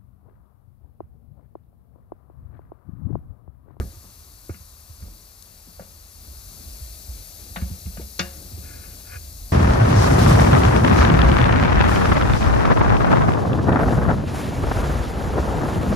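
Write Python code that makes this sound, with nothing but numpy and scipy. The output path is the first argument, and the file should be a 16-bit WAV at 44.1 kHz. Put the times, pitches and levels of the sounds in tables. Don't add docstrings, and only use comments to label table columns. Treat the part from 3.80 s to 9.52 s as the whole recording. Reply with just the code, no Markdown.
import sys
import numpy as np
from scipy import signal
from scipy.fft import rfft, irfft
from scipy.io import wavfile
from scipy.ndimage import uniform_filter1d

SR = 44100
rng = np.random.default_rng(int(sys.argv[2]) if len(sys.argv) > 2 else 0)


def file_out(sig):
    cols = np.atleast_2d(sig).T
    lim = np.clip(cols, -1, 1)
    pcm = np.round(lim * 32767).astype(np.int16)
    wavfile.write(sys.argv[1], SR, pcm)


N = 252252
TIME = np.arange(N) / SR
HZ = np.maximum(np.arange(N // 2 + 1) * SR / N, 1)


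# t/s, knock peak/dB, nominal knock f/Hz, tire air peak/dB, clatter peak/dB,
# clatter tilt/(dB per octave), contact cutoff f/Hz, wheel ring gain/dB
IMPACTS = [(0.005, -24.5, 402, -35, -36.5, 30, 1870, -50), (0.133, -47, 328, -60, -67, -8, 1200, -61),
           (0.241, -47.5, 318, -45.5, -47, 0, 1200, -76), (0.694, -24, 347, -41, -32, -4, 2500, -58.5),
           (0.741, -45, 296, -41.5, -39, 25, 2520, -67), (1.221, -49, 275, -40.5, -45.5, -5, 2700, -68),
           (1.28, -47, 510, -48.5, -49, 4, 1200, -78), (1.873, -45, 252, -42.5, -51, -7, 1190, -76),
           (1.995, -31, 640, -36, -31, -8, 2620, -68), (2.0201, -40, 500, -45, -45, 4, 2900, -75),
           (3.76, -28.5, 756, -27, -20.5, 0, 4280, -54), (3.813, -39, 263, -23.5, -37, 6, 2800, -58),
           (3.902, -39, 266, -29.5, -65, -12, 2800, -72), (4.059, -61, 253, -29.5, -43, 10, 3000, -73),
           (4.171, -33, 586, -29.5, -35, 3, 3600, -62), (4.196, -29, 364, -33.5, -35, -19, 2000, -69),
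           (4.214, -38.5, 577, -57, -46.5, 12, 3600, -65), (4.3923, -25.5, 386, -22, -9.5, 2, 6900, -36.5),
           (4.715, -42, 289, -46, -66, -3, 1180, -71), (4.777, -38, 344, -39, -63, -3, 1190, -62)]

def iron_impacts():
    out, t = np.zeros((2, N)), np.arange(16000) / SR
    band_hz = 500 * 2 ** (np.arange(13) / 3)
    bands = steel_bands(band_hz)
    for onset, knock_db, knock_hz, air_db, clatter_db, tilt_db, cutoff_hz, ring_db in IMPACTS:
        knock = peak(dull_knock(t, knock_hz), knock_db)
        clatter = steel_clatter(t, bands, band_hz, clatter_db, tilt_db, cutoff_hz)
        ring = wheel_ring(t, ring_db, cutoff_hz)
        add(out, knock + clatter + ring + peak(tire_air(t), air_db), onset)
    return out


def dull_knock(t, hz):
    cycles = hz * (0.78 * t + 0.45 * 0.0045 * (1 - np.exp(-t / 0.0064)))
    return -np.sin(2 * np.pi * cycles) * decay(t, 9 / hz) * rise(t, 0.0011)


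def steel_bands(band_hz):
    steel = rng.standard_normal((2, 60000))
    steel = steel + 0.27 * steel[::-1]
    return np.array([unit(bandpass(steel, f / 2 ** (1 / 6), f * 2 ** (1 / 6))) for f in band_hz])


# f/Hz, relative level/dB
STEEL_RADIATION = [(500, -3.5), (700, -0.5), (1050, -2.5), (1400, 6), (1750, 7.5), (2200, 0.5), (2650, 2.5),
                   (3100, -0.5), (3550, -4), (4200, 7), (5000, 6.5), (6200, 6), (7500, -1.5)]

def steel_clatter(t, bands, band_hz, peak_db, tilt_db, cutoff_hz):
    start = rng.integers(40000)
    t60_at_2khz = 0.047 * 2 ** ((peak_db + 60) / 56)
    t60 = t60_at_2khz * (band_hz[:, None] / 2000) ** -0.4
    crack = undb(3.5) * decay(t, 0.35 * t60)
    reflections = undb(-14) * decay(t, 5.4 * t60)
    envelope = (crack + decay(t, t60) + reflections) * rise(t, 0.0018)
    band_db = on_hz(STEEL_RADIATION, band_hz) + tilt_db * np.log2(band_hz / 2000)
    gain = undb(band_db) / (1 + (band_hz / cutoff_hz) ** 14)
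    fading_bands = (gain[:, None] * envelope)[:, None] * bands[:, :, start:start + len(t)]
    return peak(fading_bands.sum(axis=0), peak_db)


# f/Hz, relative level before tilt/dB, free T60/s
WHEEL_MODES = [(352, 3, .35), (543, 0.5, .7), (722, -4, .5), (1215, 18, .11), (1310, 16, .07),
               (1425, 18, .1), (1688, 6, .25), (1880, 6, .1), (2200, 18, .09), (2304, 13, .1),
               (2425, 15, .11), (2545, 12, .13), (2789, 10, .27), (3490, 21, .08), (3660, 13, .1),
               (4436, 8, .08), (4613, 6, .08), (5050, 11, .06), (6390, 12, .05)]

def wheel_ring(t, ring_db, cutoff_hz):
    hz, mode_db, free_t60 = np.transpose(WHEEL_MODES)
    modes = np.exp(2j * np.pi * hz[:, None] * t) * rise(t, 0.0041) * decay(t, 0.87 * free_t60[:, None])
    phase_draw, side_draw, level_draw = rng.standard_normal((3, len(hz)))
    phase = 2 * phase_draw + np.clip(hz / 3000, 0, 0.8) * side_draw * np.array([[0.5], [-0.5]])
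    tilt_db = -2 * np.log2(hz / 544)
    gain = undb(ring_db + mode_db + tilt_db + 0.68 * level_draw) / (1 + (hz / cutoff_hz) ** 8)
    return np.imag((gain * np.exp(1j * phase)) @ modes)


# f/Hz, relative level/dB, T60/s
CAVITY_MODES = [(181.5, 1, 0.17), (206.4, -15, 0.44)]

def tire_air(t, delay_s=0.00873):
    age = t - delay_s
    air = sum(undb(db) * np.sin(2 * np.pi * hz * age) * decay(age, t60) for hz, db, t60 in CAVITY_MODES)
    return air * rise(age, 0.0011)


# t/s, peak level/dB, nominal f/Hz, early T60/s
LOW_THUMPS = [(-0.01262, -17.5, 76.5, 0.06), (0.163, -35.5, 84, 0.093), (0.697, -24, 84.5, 0.025),
              (0.802, -36.5, 73.6, 0.03), (1.095, -35, 81, 0.064), (1.219, -30, 78.5, 0.083),
              (1.259, -32, 52.6, 0.1), (2.472, -33.5, 71, 0.25), (2.539, -39, 63.6, 0.088),
              (2.869, -33, 64.6, 0.11), (3.008, -29, 67.7, 0.16), (3.283, -27, 67.4, 0.13),
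              (3.816, -20, 71.8, 0.11), (3.906, -27.5, 87, 0.054), (4.055, -24, 73.2, 0.068),
              (4.205, -29.5, 73.7, 0.17), (4.397, -33, 86.6, 0.36), (4.722, -30, 89, 0.23),
              (4.778, -30.5, 75.8, 0.16), (5.353, -29, 80, 0.085), (5.553, -35.5, 49, 0.17),
              (5.608, -33, 51.1, 0.13)]

def low_thumps():
    out, t = np.zeros((2, N)), np.arange(SR // 2) / SR
    for onset, db, hz, t60 in LOW_THUMPS:
        cycles = hz * (0.815 * t + 0.4 * 0.024 * (1 - np.exp(-t / 0.02)))
        envelope = (decay(t, t60) + undb(-9) * decay(t, 3.5 * t60)) * rise(t, 0.0079) ** 2
        add(out, peak(np.sin(2 * np.pi * cycles) * envelope, db), onset)
    return out


# t/s, push/s, hold/s, release/s, level/dB
SCRAPES = [(4.784, 0.064, 0.21, 0.23, -52), (5.248, .085, .025, 0.037, -40)]
# f/Hz, nominal bandwidth/Hz, relative level/dB
RIM_MODES = [(462, 64, 6.5), (740, 36, 1.5), (1237, 67, 3), (1490, 150, 3.5), (1660, 94, 4),
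             (2090, 170, -1), (2465, 83, 3.5)]

def iron_scrapes(slips_per_s=2500, ramp_db=21):
    slips = rng.random(N) < slips_per_s / SR
    clicks = slips * undb(1.2 * rng.exponential(size=N)) * rng.standard_normal(N)
    phasors = np.exp(1j * rng.standard_normal((len(RIM_MODES), 2, 1)))
    rim = sum(undb(db) * resonance(hz, width) ** 1.44 * phasor
              for (hz, width, db), phasor in zip(RIM_MODES, phasors))
    envelope = np.zeros(N)
    for onset, push, hold, release, db in SCRAPES:
        corners = np.cumsum([onset, push, hold, release])
        envelope += undb(np.interp(TIME, corners, [db - ramp_db, db, db, db - ramp_db], -200, -200))
    friction = clicks * undb(1.5 * wander(50))
    return envelope * unit(irfft(rfft(friction) * rim, N))


# t/s, peak level/dB
GRIT_SNAPS = [(1.6246, -28)]

def grit():
    out, t = np.zeros((2, N)), np.arange(400) / SR
    for onset, db in GRIT_SNAPS:
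        burst = rng.standard_normal(len(t)) * decay(t, 0.0085)
        add(out, peak(bandpass(burst, 4300, 12500), db), onset)
    return out


# t/s, level of the insect hiss at 8-15 kHz/dB
BACKGROUND_LEVEL = [(0.05, -52.5), (1.72, -52.5), (2.31, -51.5), (2.58, -48), (2.9, -46), (3.45, -46),
                    (4.4, -46), (5.7, -46.5)]
# f/Hz, relative spectral density/dB
HISS_SPECTRUM = [(2800, -33), (3050, -32.5), (3900, -0.5), (4700, 0.5), (6600, -3), (8000, -2.5),
                 (9700, -3), (10500, 0), (11000, -2.5), (12000, -2), (13600, 2.5), (14100, -6), (14700, -6),
                 (15000, -1)]
# f/Hz, nominal bandwidth/Hz, level re hiss/dB
SONG_BANDS = [(4560, 350, -14), (5720, 100, -20), (6580, 120, -18), (8780, 150, -21), (10300, 220, -15),
              (11300, 260, -9.5), (12200, 160, -19), (12930, 90, -17), (13470, 230, -14)]

def insects():
    hiss = air_noise(undb(on_hz(HISS_SPECTRUM, HZ)) * (HZ > 2800), 8000, 15000)
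    song = sum(undb(db + 2 * wander(30)) * air_noise(resonance(hz, width) ** 2)
               for hz, width, db in SONG_BANDS)
    return (hiss + song) * undb(on_time(BACKGROUND_LEVEL))


# f/Hz, relative spectral density/dB
RUMBLE_SPECTRUM = [(11, -45), (18, -22), (48, 11), (65, 2), (77, 8.5), (124, -6), (170, -50), (220, -56),
                   (370, -120)]
# t/s, level/dB
RUMBLE_GUSTS = [(0.03, -35.5), (0.17, -48.5), (0.5, -50), (0.99, -50.5), (1.26, -43.5), (1.4, -51.5),
                (1.84, -52), (2.0, -47.5), (2.36, -49.5), (2.8, -44), (3.37, -46), (3.7, -46), (3.97, -41),
                (4.19, -42), (4.35, -47.5), (4.76, -41), (5.15, -42.5), (5.45, -42), (5.7, -43)]

def rumble():
    gust_db = on_time(RUMBLE_GUSTS)
    upper_db = -61 + 1.44 * (gust_db + 47)
    deep = air_noise(undb(on_hz(RUMBLE_SPECTRUM, HZ)) * (HZ > 18) * (HZ < 170))
    upper = air_noise(resonance(180, 237) ** 2)
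    return deep * undb(gust_db + wander(9)) + upper * undb(upper_db + 3.9 * wander(9))


# f/Hz, relative spectral density/dB
TRAFFIC_SPECTRUM = [(65, -30), (110, -15), (129, -5), (264, -15.5), (495, -16), (616, -11.5), (1060, -22.5),
                    (1220, -17.5), (1870, -22.5), (2730, -20.5), (3020, -25.5), (3600, -18.5), (4680, -51),
                    (7920, -120)]

def traffic():
    murmur = air_noise(undb(on_hz(TRAFFIC_SPECTRUM, HZ)) * (HZ > 110) * (HZ < 3600), 300, 900)
    return murmur * undb(on_time(BACKGROUND_LEVEL) - 12 + 0.8 * wander(12))


# t/s, level/dB
MID_BAND_LEVEL = [(0.05, -64), (0.6, -62.5), (2.31, -64), (2.79, -63), (3.4, -82.5), (5.7, -70)]

def mid_band():
    return air_noise(resonance(1117, 610) ** 2) * undb(on_time(MID_BAND_LEVEL) + 1.5 * wander(7))


# f/Hz, coherence (0-1)
COHERENCE = [(60, 1), (130, 0.87), (290, 0.86), (640, 0.48), (1400, 1), (3000, 0), (4500, 1), (6700, 0),
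             (15000, 0.34)]

def air_noise(gain, lo_hz=1, hi_hz=22050):
    coherence = on_hz(COHERENCE, HZ)
    mid, side = rfft(rng.standard_normal((2, N)))
    spectrum = gain * (np.sqrt(1 + coherence) * mid + np.sqrt(1 - coherence) * side * [[1], [-1]])
    in_band = spectrum[:, (HZ > lo_hz) & (HZ < hi_hz)]
    return irfft(spectrum, N) * N / np.sqrt(np.sum(np.abs(in_band) ** 2))


def undb(db):
    return 10 ** (np.asarray(db) / 20)


def on_hz(table, hz):
    freqs, values = np.transpose(table)
    return np.interp(np.log(hz), np.log(freqs), values)


def on_time(table):
    return np.interp(TIME, *np.transpose(table))


def unit(x):
    return x / np.sqrt(np.mean(x ** 2))


def peak(x, db):
    return x * undb(db) / np.max(np.abs(x))


def resonance(hz, width):
    return 1 / (1 + 1j * (HZ / hz - hz / HZ) * hz / width)


def bandpass(x, lo_hz, hi_hz):
    return signal.sosfilt(signal.butter(3, [lo_hz, hi_hz], "bandpass", fs=SR, output="sos"), x)


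def wander(rate):
    hold = int(SR / rate)
    steps = np.repeat(rng.standard_normal(N // hold + 1), hold)
    return unit(uniform_filter1d(uniform_filter1d(steps, hold), hold)[:N])


def rise(t, tau):
    return 1 - np.exp(-np.maximum(t, 0) / tau)


def decay(t, t60):
    return np.exp(-np.log(1000) * np.maximum(t, 0) / t60) * (t >= 0)


def add(out, x, onset):
    i = int(onset * SR)
    out[:, max(i, 0):i + x.shape[-1]] += x[..., max(-i, 0):N - i]


def scene():
    foreground = iron_impacts() + low_thumps() + grit() + iron_scrapes()
    return foreground + insects() + rumble() + traffic() + mid_band()


# f/Hz, left minus right level/dB
PORT_SHADING = [(60, -1), (110, -3), (190, 5), (380, 0.5), (700, 1.5), (1400, 2.5), (2100, 4), (2600, 10.5),
                (3150, 13), (4700, 0.5), (6500, 18.5), (8000, 6.5), (11300, 16), (15000, 5)]
# f/Hz, phase/rad
PORT_LEAD = [(60, 0.05), (130, 0.72), (200, 0.75), (380, 0.32), (780, 1.02), (1400, 2), (3450, 0.07),
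             (5000, 1.6), (6500, 0.37), (8400, 5.2), (15000, 4.1)]

def record(dry, cutoff_hz=15490):
    shading = undb(on_hz(PORT_SHADING, HZ) * np.array([[0.3], [-0.7]]))
    phase = on_hz(PORT_LEAD, HZ) * np.array([[0.5], [-0.5]])
    at_ports = irfft(rfft(dry) * shading * np.exp(1j * phase), N)
    return signal.sosfilt(signal.ellip(16, 0.3, 70, cutoff_hz, fs=SR, output="sos"), at_ports)


dry = scene()
out = record(dry)
file_out(out)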